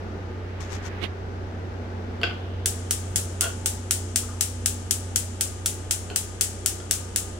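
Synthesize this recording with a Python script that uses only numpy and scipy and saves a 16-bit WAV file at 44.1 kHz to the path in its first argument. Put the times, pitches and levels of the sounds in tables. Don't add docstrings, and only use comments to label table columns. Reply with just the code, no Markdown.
import sys
import numpy as np
from scipy import signal
from scipy.fft import rfft, irfft
from scipy.io import wavfile
from scipy.ndimage import map_coordinates

SR = 44100
rng = np.random.default_rng(int(sys.argv[2]) if len(sys.argv) > 2 else 0)


def wrap_up_sound(samples):
    columns = np.atleast_2d(samples).T
    tamed = np.clip(columns, -1, 1)
    steps = np.round(tamed * 32767).astype(np.int16)
    wavfile.write(sys.argv[1], SR, steps)


N = 325899
TIME = np.arange(N) / SR
LEFT_RIGHT = np.array([[.5], [-.5]])
PORT_SPACING_M, SOUND_SPEED_M_S = 0.18, 343
CUTOFF_HZ = 15750

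# (frequency [Hz], relative density [dB])
RUSH_COLOUR = [(20, -3.5), (45, -3), (75, 3.5), (135, -9), (210, 0.5), (290, -5), (390, -0.5), (600, -8),
               (820, -9), (1050, -15.5), (1500, -13.5), (2300, -22), (5000, -32), (7500, -42.5),
               (9000, -46.5), (15500, -56.5)]
# (frequency [Hz], left minus right [dB])
RUSH_BALANCE = [(60, -4), (700, -0.5), (1300, 4), (3000, 0), (4400, 2), (6000, 13.5), (8000, 9),
                (11000, -1), (15000, 15)]
# (time [s], relative level [dB])
RUSH_LEVEL = [(0.0, -40.5), (0.51, -42.5), (2.28, -40.5), (2.57, -42.5), (4.69, -45.5), (4.92, -45),
              (7.39, -44.5)]

MOTOR_HZ, MAINS_HZ = 91.15, 240.3
# (time [s], relative level [dB])
MOTOR_LEVEL = [(0.0, -36), (0.57, -34.5), (2.05, -35.5), (2.62, -31.5), (2.68, -33), (5.0, -34),
               (6.44, -38), (7.3, -37.5)]
# (time [s], level before waver [dB])
MAINS_LEVEL = [(0, -64), (1.5, -48), (2.4, -46.5), (3.4, -51), (4.2, -47.5), (5.2, -48), (6.3, -59)]
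# (frequency [Hz], level before waver [dB])
WEAK_TONES = [(59.3, -47), (119, -57), (297, -55.5), (362, -55), (865.5, -60), (1221, -62)]

# (peak time [s], level [dB], attack [s], release [s])
SLEEVE_STROKES = [(.97, -42.5, 0.54, 0.14)]
# (frequency [Hz], relative density [dB])
SLEEVE_COLOUR = [(500, -7), (1200, 0), (1800, 3.5), (2600, -3.5), (4500, -15.5), (8000, -37)]
# (peak time [s], level [dB], attack [s], release [s])
BRUSH_STROKES = [(.607, -36, .004, 0.053), (.733, -34, 0.028, 0.041), (.868, -35, .03, 0.016)]
# (frequency [Hz], relative density [dB])
BRUSH_COLOUR = [(500, 2), (1800, -1), (3500, -6.5), (5000, -5.5), (6500, -2), (8000, -10.5), (9500, -18.5),
                (12500, -24), (15500, -35)]
# (peak time [s], level [dB], attack [s], release [s])
SLIP_STROKES = [(1.041, -23.5, .019, .02)]
# (frequency [Hz], relative density [dB])
SLIP_COLOUR = [(400, 5.5), (1200, -3), (2600, 4.5), (3600, 2), (5000, -14), (8000, -23.5), (11500, -23),
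               (15000, -38)]

# (frequency [Hz], relative density [dB])
FRONT_PUFF = [(22, -18), (43, -1), (80, -3), (160, -9.5), (350, -18), (2000, -51)]
# (frequency [Hz], relative density [dB])
REAR_PUFF = [(400, -15), (900, -11), (1300, 7), (1700, -13), (4000, -30)]

# (time [s], relative level [dB], contact brightness [Hz])
KNOB_HITS = [(2.215, -27.5, 9000), (2.2328, -13.5, 5550), (2.24, -18, 3500), (2.31, -24.5, 2400),
             (6.1009, -27.5, 9000), (6.110, -19, 750), (6.802, -34.5, 7000)]
# (nominal frequency [Hz], nominal strength [dB], t60 [s])
KNOB_MODES = [(450, -4.5, 0.024), (706, -7, 0.044), (1155, -10.5, 0.028), (1439, -6, 0.077),
              (1570, -6, .025), (2020, -8, 0.014), (2690, -4, 0.02), (2840, 1.5, 0.013), (3143, 1.5, 0.017),
              (3550, -6, .01), (4500, 0, .007), (4890, -2.5, 0.0087), (6300, -18, .007)]

# (frequency [Hz], relative density [dB])
SNAP_COLOUR = [(500, -60), (1050, -32.5), (1350, -13), (2250, -16.5), (3000, -11), (4600, -9), (5600, -7.5),
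               (6800, -7.5), (7700, -2), (9300, -1.5), (11000, -5.5), (13500, -14), (15500, -12)]
# (frequency [Hz], width [Hz], boost [dB])
SNAP_PEAKS = [(1560, 210, 8), (3060, 160, 1.5), (3300, 120, 6), (6100, 140, 6), (7900, 150, 3),
              (8930, 430, 2.5)]
# (frequency [Hz], gain on top of the snap's spectrum [dB])
WALLS = [(1400, -1.5), (3000, 2), (4500, -3), (8000, 0), (15000, -3)]
# (frequency [Hz], relative density [dB])
GRATES_COLOUR = [(2000, -12.5), (3000, -12), (4500, -8.5), (6500, -5), (7800, -2), (9500, -5),
                 (11500, -17.5), (15000, -35.5)]
# (frequency [Hz], left minus right [dB])
PORT_BALANCE = [(1400, 1.5), (2000, 3), (3000, -1), (4000, 0.5), (5500, 11), (7000, 14.5), (8500, 1),
                (11000, -0.5), (13000, 3.5), (15000, 1.5)]
# (time [s], relative level [dB], left minus right before centring [dB])
SPARK_AIM = [(2.8, -16.5, -0.5), (4.2, -15.5, 8), (5.1, -17, 14.5), (5.4, -17, 0.5), (6.5, -15.5, 8.5),
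             (7.2, -16, 3)]
KITCHEN_T60_S, GRATE_T60_S = 0.24, 1
FIRST_SPARK_S, SPARK_PERIOD_S, SPARK_UNEVEN_DB = 2.65875, .25008, 0.53


def from_db(db):
    return 10 ** (np.asarray(db) / 20)


def rms_one(x):
    return x / np.sqrt(np.mean(x ** 2) + 1e-20)


def unit_energy(x):
    return x / np.sqrt(np.sum(x ** 2, axis=-1, keepdims=True) + 1e-20)


def in_time(rows):
    return np.interp(TIME, *np.transpose(rows))


def colour(x, points, share=1):
    size = 8192
    hz, db = np.transpose(points)
    bins_hz = np.arange(size // 2 + 1) * SR / size
    wanted_db = share * np.interp(np.log(bins_hz + 1), np.log(hz), db)
    cepstrum = irfft(np.log(from_db(wanted_db)))
    cepstrum[..., 1:size // 2] *= 2
    cepstrum[..., size // 2 + 1:] = 0
    response = irfft(np.exp(rfft(cepstrum)))[..., :size // 2]
    return signal.fftconvolve(np.atleast_2d(x), np.atleast_2d(response), axes=-1)[:, :x.shape[-1]]


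def drift(rate):
    knots = rng.standard_normal(2048)
    step = 64
    places = np.arange(0, N, step) / SR * rate
    return map_coordinates(knots, [places], mode="wrap").repeat(step)[:N]


def dying_noise(t60):
    t = TIME[:int(.7 * SR)]
    envelope = from_db(-60 * t / t60) * (1 - np.exp(-t / .0018))
    return unit_energy(rng.standard_normal((2, len(t))) * envelope)


def add(out, s, sound):
    start = round(s * SR)
    out[:, start:start + sound.shape[1]] += sound[:, :N - start]


def rush(gain_db=4.5):
    hz = np.arange(N // 2 + 1) * SR / N
    alike = .98 * np.sinc(2 * hz * PORT_SPACING_M / SOUND_SPEED_M_S)
    mid, side = rfft(rng.standard_normal((2, N)))
    air = irfft(np.sqrt(1 + alike) * mid + 2 * LEFT_RIGHT * np.sqrt(1 - alike) * side, N)
    air = colour(colour(air, RUSH_COLOUR), RUSH_BALANCE, LEFT_RIGHT)
    return from_db(in_time(RUSH_LEVEL) + gain_db) * rms_one(air)


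def tone(hz, db, wander_rad):
    between_ports = 2 * np.pi * hz * PORT_SPACING_M / SOUND_SPEED_M_S * drift(1) / 2
    phase = 2 * np.pi * hz * TIME + wander_rad * drift(4) + LEFT_RIGHT * between_ports
    return np.sqrt(2) * from_db(db) * np.sin(phase)


def hum(motor_db=-0.04, waver_db=0.5, mains_waver_db=2.2, pan_db=-0.7):
    motor_level = motor_db + in_time(MOTOR_LEVEL) + waver_db * drift(7)
    motor = tone(MOTOR_HZ, motor_level, wander_rad=0.23) * from_db(LEFT_RIGHT * pan_db)
    mains_level = in_time(MAINS_LEVEL) + mains_waver_db * drift(7.6)
    mains = tone(MAINS_HZ, mains_level, wander_rad=0.71)
    weak = sum(tone(hz, db + 2 * drift(7), wander_rad=.3 + hz / 1200) for hz, db in WEAK_TONES)
    return motor + mains + weak


def swell(strokes, roundness=1.7):
    gain = 0
    for s, db, attack_s, release_s in strokes:
        length_s = np.where(TIME < s, attack_s, release_s)
        gain = gain + from_db(db) * np.exp(-np.abs((TIME - s) / length_s) ** roundness)
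    return gain


def rub(strokes, spectrum, pan_db, grain_db):
    slips = rng.standard_normal((2, N)) * from_db(grain_db * drift(550))
    near = from_db(LEFT_RIGHT * pan_db - abs(pan_db) / 2)
    return swell(strokes) * near * rms_one(colour(slips, spectrum))


def sleeve():
    return rub(SLEEVE_STROKES, SLEEVE_COLOUR, pan_db=-3.0, grain_db=0.5)


def fingers():
    brushes = rub(BRUSH_STROKES, BRUSH_COLOUR, pan_db=34.0, grain_db=2.0)
    slip = rub(SLIP_STROKES, SLIP_COLOUR, pan_db=-26.0, grain_db=2.5)
    return brushes + slip


def gas(level_db=-56.5, surge_db=8.0, surge_s=0.2, jet_hz=3050, width_hz=700):
    open_s, rise_s = 2.28, .02
    jet = signal.lfilter(*signal.iirpeak(jet_hz, jet_hz / width_hz, fs=SR), rng.standard_normal((2, N)))
    jet = colour(jet, [(3500, -14.5), (7000, -22)])
    age = np.maximum(TIME - open_s, 0)
    level = from_db(level_db + surge_db * np.exp(-age / surge_s))
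    return level * np.minimum(age / rise_s, 1) * rms_one(jet)


def ignition(spectrum, at_s, length_s, level_db, flutter_db):
    flutter = from_db(flutter_db * drift(70))
    puff = rms_one(colour(rng.standard_normal(N) * flutter, spectrum))
    return from_db(level_db) * puff * np.exp(-((TIME - at_s) / length_s) ** 2)


def rattle(at_s=3.419, gap_s=.012, peak_db=-18.5, peak_share=0.39, fade_db=30.0,
           first_hz=3500, last_hz=1400, count=6):
    turned = np.linspace(0, 1, count)
    db = peak_db - fade_db * (turned - peak_share) ** 2
    return list(zip(at_s + gap_s * np.arange(count), db, np.geomspace(first_hz, last_hz, count)))


def knobs(crack_db=-3.0, crack_s=0.0016, direct_db=-6.5, room_db=-5.0, t60=0.28, detune=0.039):
    out, t = np.zeros((2, N)), TIME[:SR // 4]
    hz, mode_db, mode_t60 = np.transpose(KNOB_MODES)[:, :, None]
    for s, db, bright_hz in KNOB_HITS + rattle():
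        uneven, bend, side = rng.standard_normal((3, *hz.shape))
        strength = from_db(mode_db + 2 * uneven) * np.sign(side)
        bent_hz = hz * (1 + detune * bend)
        modes = strength * from_db(-60 * t / mode_t60) * np.sin(2 * np.pi * bent_hz * t)
        ring = np.sum(modes, axis=0)
        crack = from_db(crack_db) * rng.standard_normal(len(t)) * np.exp(-t / crack_s)
        contact = signal.butter(2, min(bright_hz, CUTOFF_HZ), fs=SR, output="sos")
        clack = from_db(db) * signal.sosfilt(contact, ring + crack)[None]
        add(out, s, from_db(direct_db) * clack)
        add(out, s, from_db(room_db) * signal.fftconvolve(clack, dying_noise(t60), axes=-1))
    return out


def snap(size, scatter=0.46, path_s=.00014, path_ratio=2.3, rebound_db=-5, wall_db=-24.0, wall_s=.0082):
    pulses = np.zeros((2, size))
    for port in pulses:
        port[0] = 1
        for lag_s in path_s * path_ratio ** np.arange(3) * (1 + .2 * rng.uniform(-1, 1, 3)):
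            loop = np.r_[1, np.zeros(int(lag_s * SR)), -scatter]
            port[:] = signal.lfilter(loop[::-1], loop, port + 1e-18)
        port[rng.integers(2, 9)] -= from_db(rebound_db)
        lag = int(wall_s * SR * rng.uniform(.9, 1.1))
        port[lag:] += from_db(wall_db) * port[:-lag]
    for hz, width_hz, boost_db in SNAP_PEAKS:
        peak = signal.lfilter(*signal.iirpeak(hz, hz / width_hz, fs=SR), pulses)
        pulses = pulses + (from_db(boost_db) - 1) * peak
    return unit_energy(colour(pulses, SNAP_COLOUR))


def sparks():
    s = np.arange(FIRST_SPARK_S, N / SR, SPARK_PERIOD_S)
    aim_s, db, pan_db = np.transpose(SPARK_AIM)
    uneven_db = SPARK_UNEVEN_DB * rng.standard_normal(len(s))
    return zip(s, np.interp(s, aim_s, db) + uneven_db, np.interp(s, aim_s, pan_db))


def igniter(room_db=0.0, grate_db=-10.5, level_db=1.5, centre_db=6.0):
    out = np.zeros((2, N))
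    snap_samples = .004 * SR
    for s, db, pan_db in sparks():
        kitchen = unit_energy(colour(colour(dying_noise(KITCHEN_T60_S), SNAP_COLOUR), WALLS))
        grates = unit_energy(colour(dying_noise(GRATE_T60_S), GRATES_COLOUR))
        direct = snap(kitchen.shape[1]) * from_db(LEFT_RIGHT * (pan_db - centre_db))
        tail = from_db(room_db) * kitchen + from_db(grate_db) * grates
        add(out, s, from_db(db + level_db) * np.sqrt(snap_samples) * (direct + tail))
    return colour(out, PORT_BALANCE, LEFT_RIGHT)


def scene():
    room = rush() + hum()
    hand = sleeve() + fingers()
    front = ignition(FRONT_PUFF, at_s=3.2, length_s=0.16, level_db=-38.0, flutter_db=3.0)
    rear = ignition(REAR_PUFF, at_s=4.28, length_s=0.078, level_db=-48.5, flutter_db=6.0)
    stove = gas() + front + rear + knobs() + igniter()
    return room + hand + stove


def record(dry):
    top = .95
    cut = signal.ellip(10, .2, 80, CUTOFF_HZ, fs=SR, output="sos")
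    return signal.sosfilt(cut, top * np.tanh(dry / top))


dry = scene()
out = record(dry)
wrap_up_sound(out)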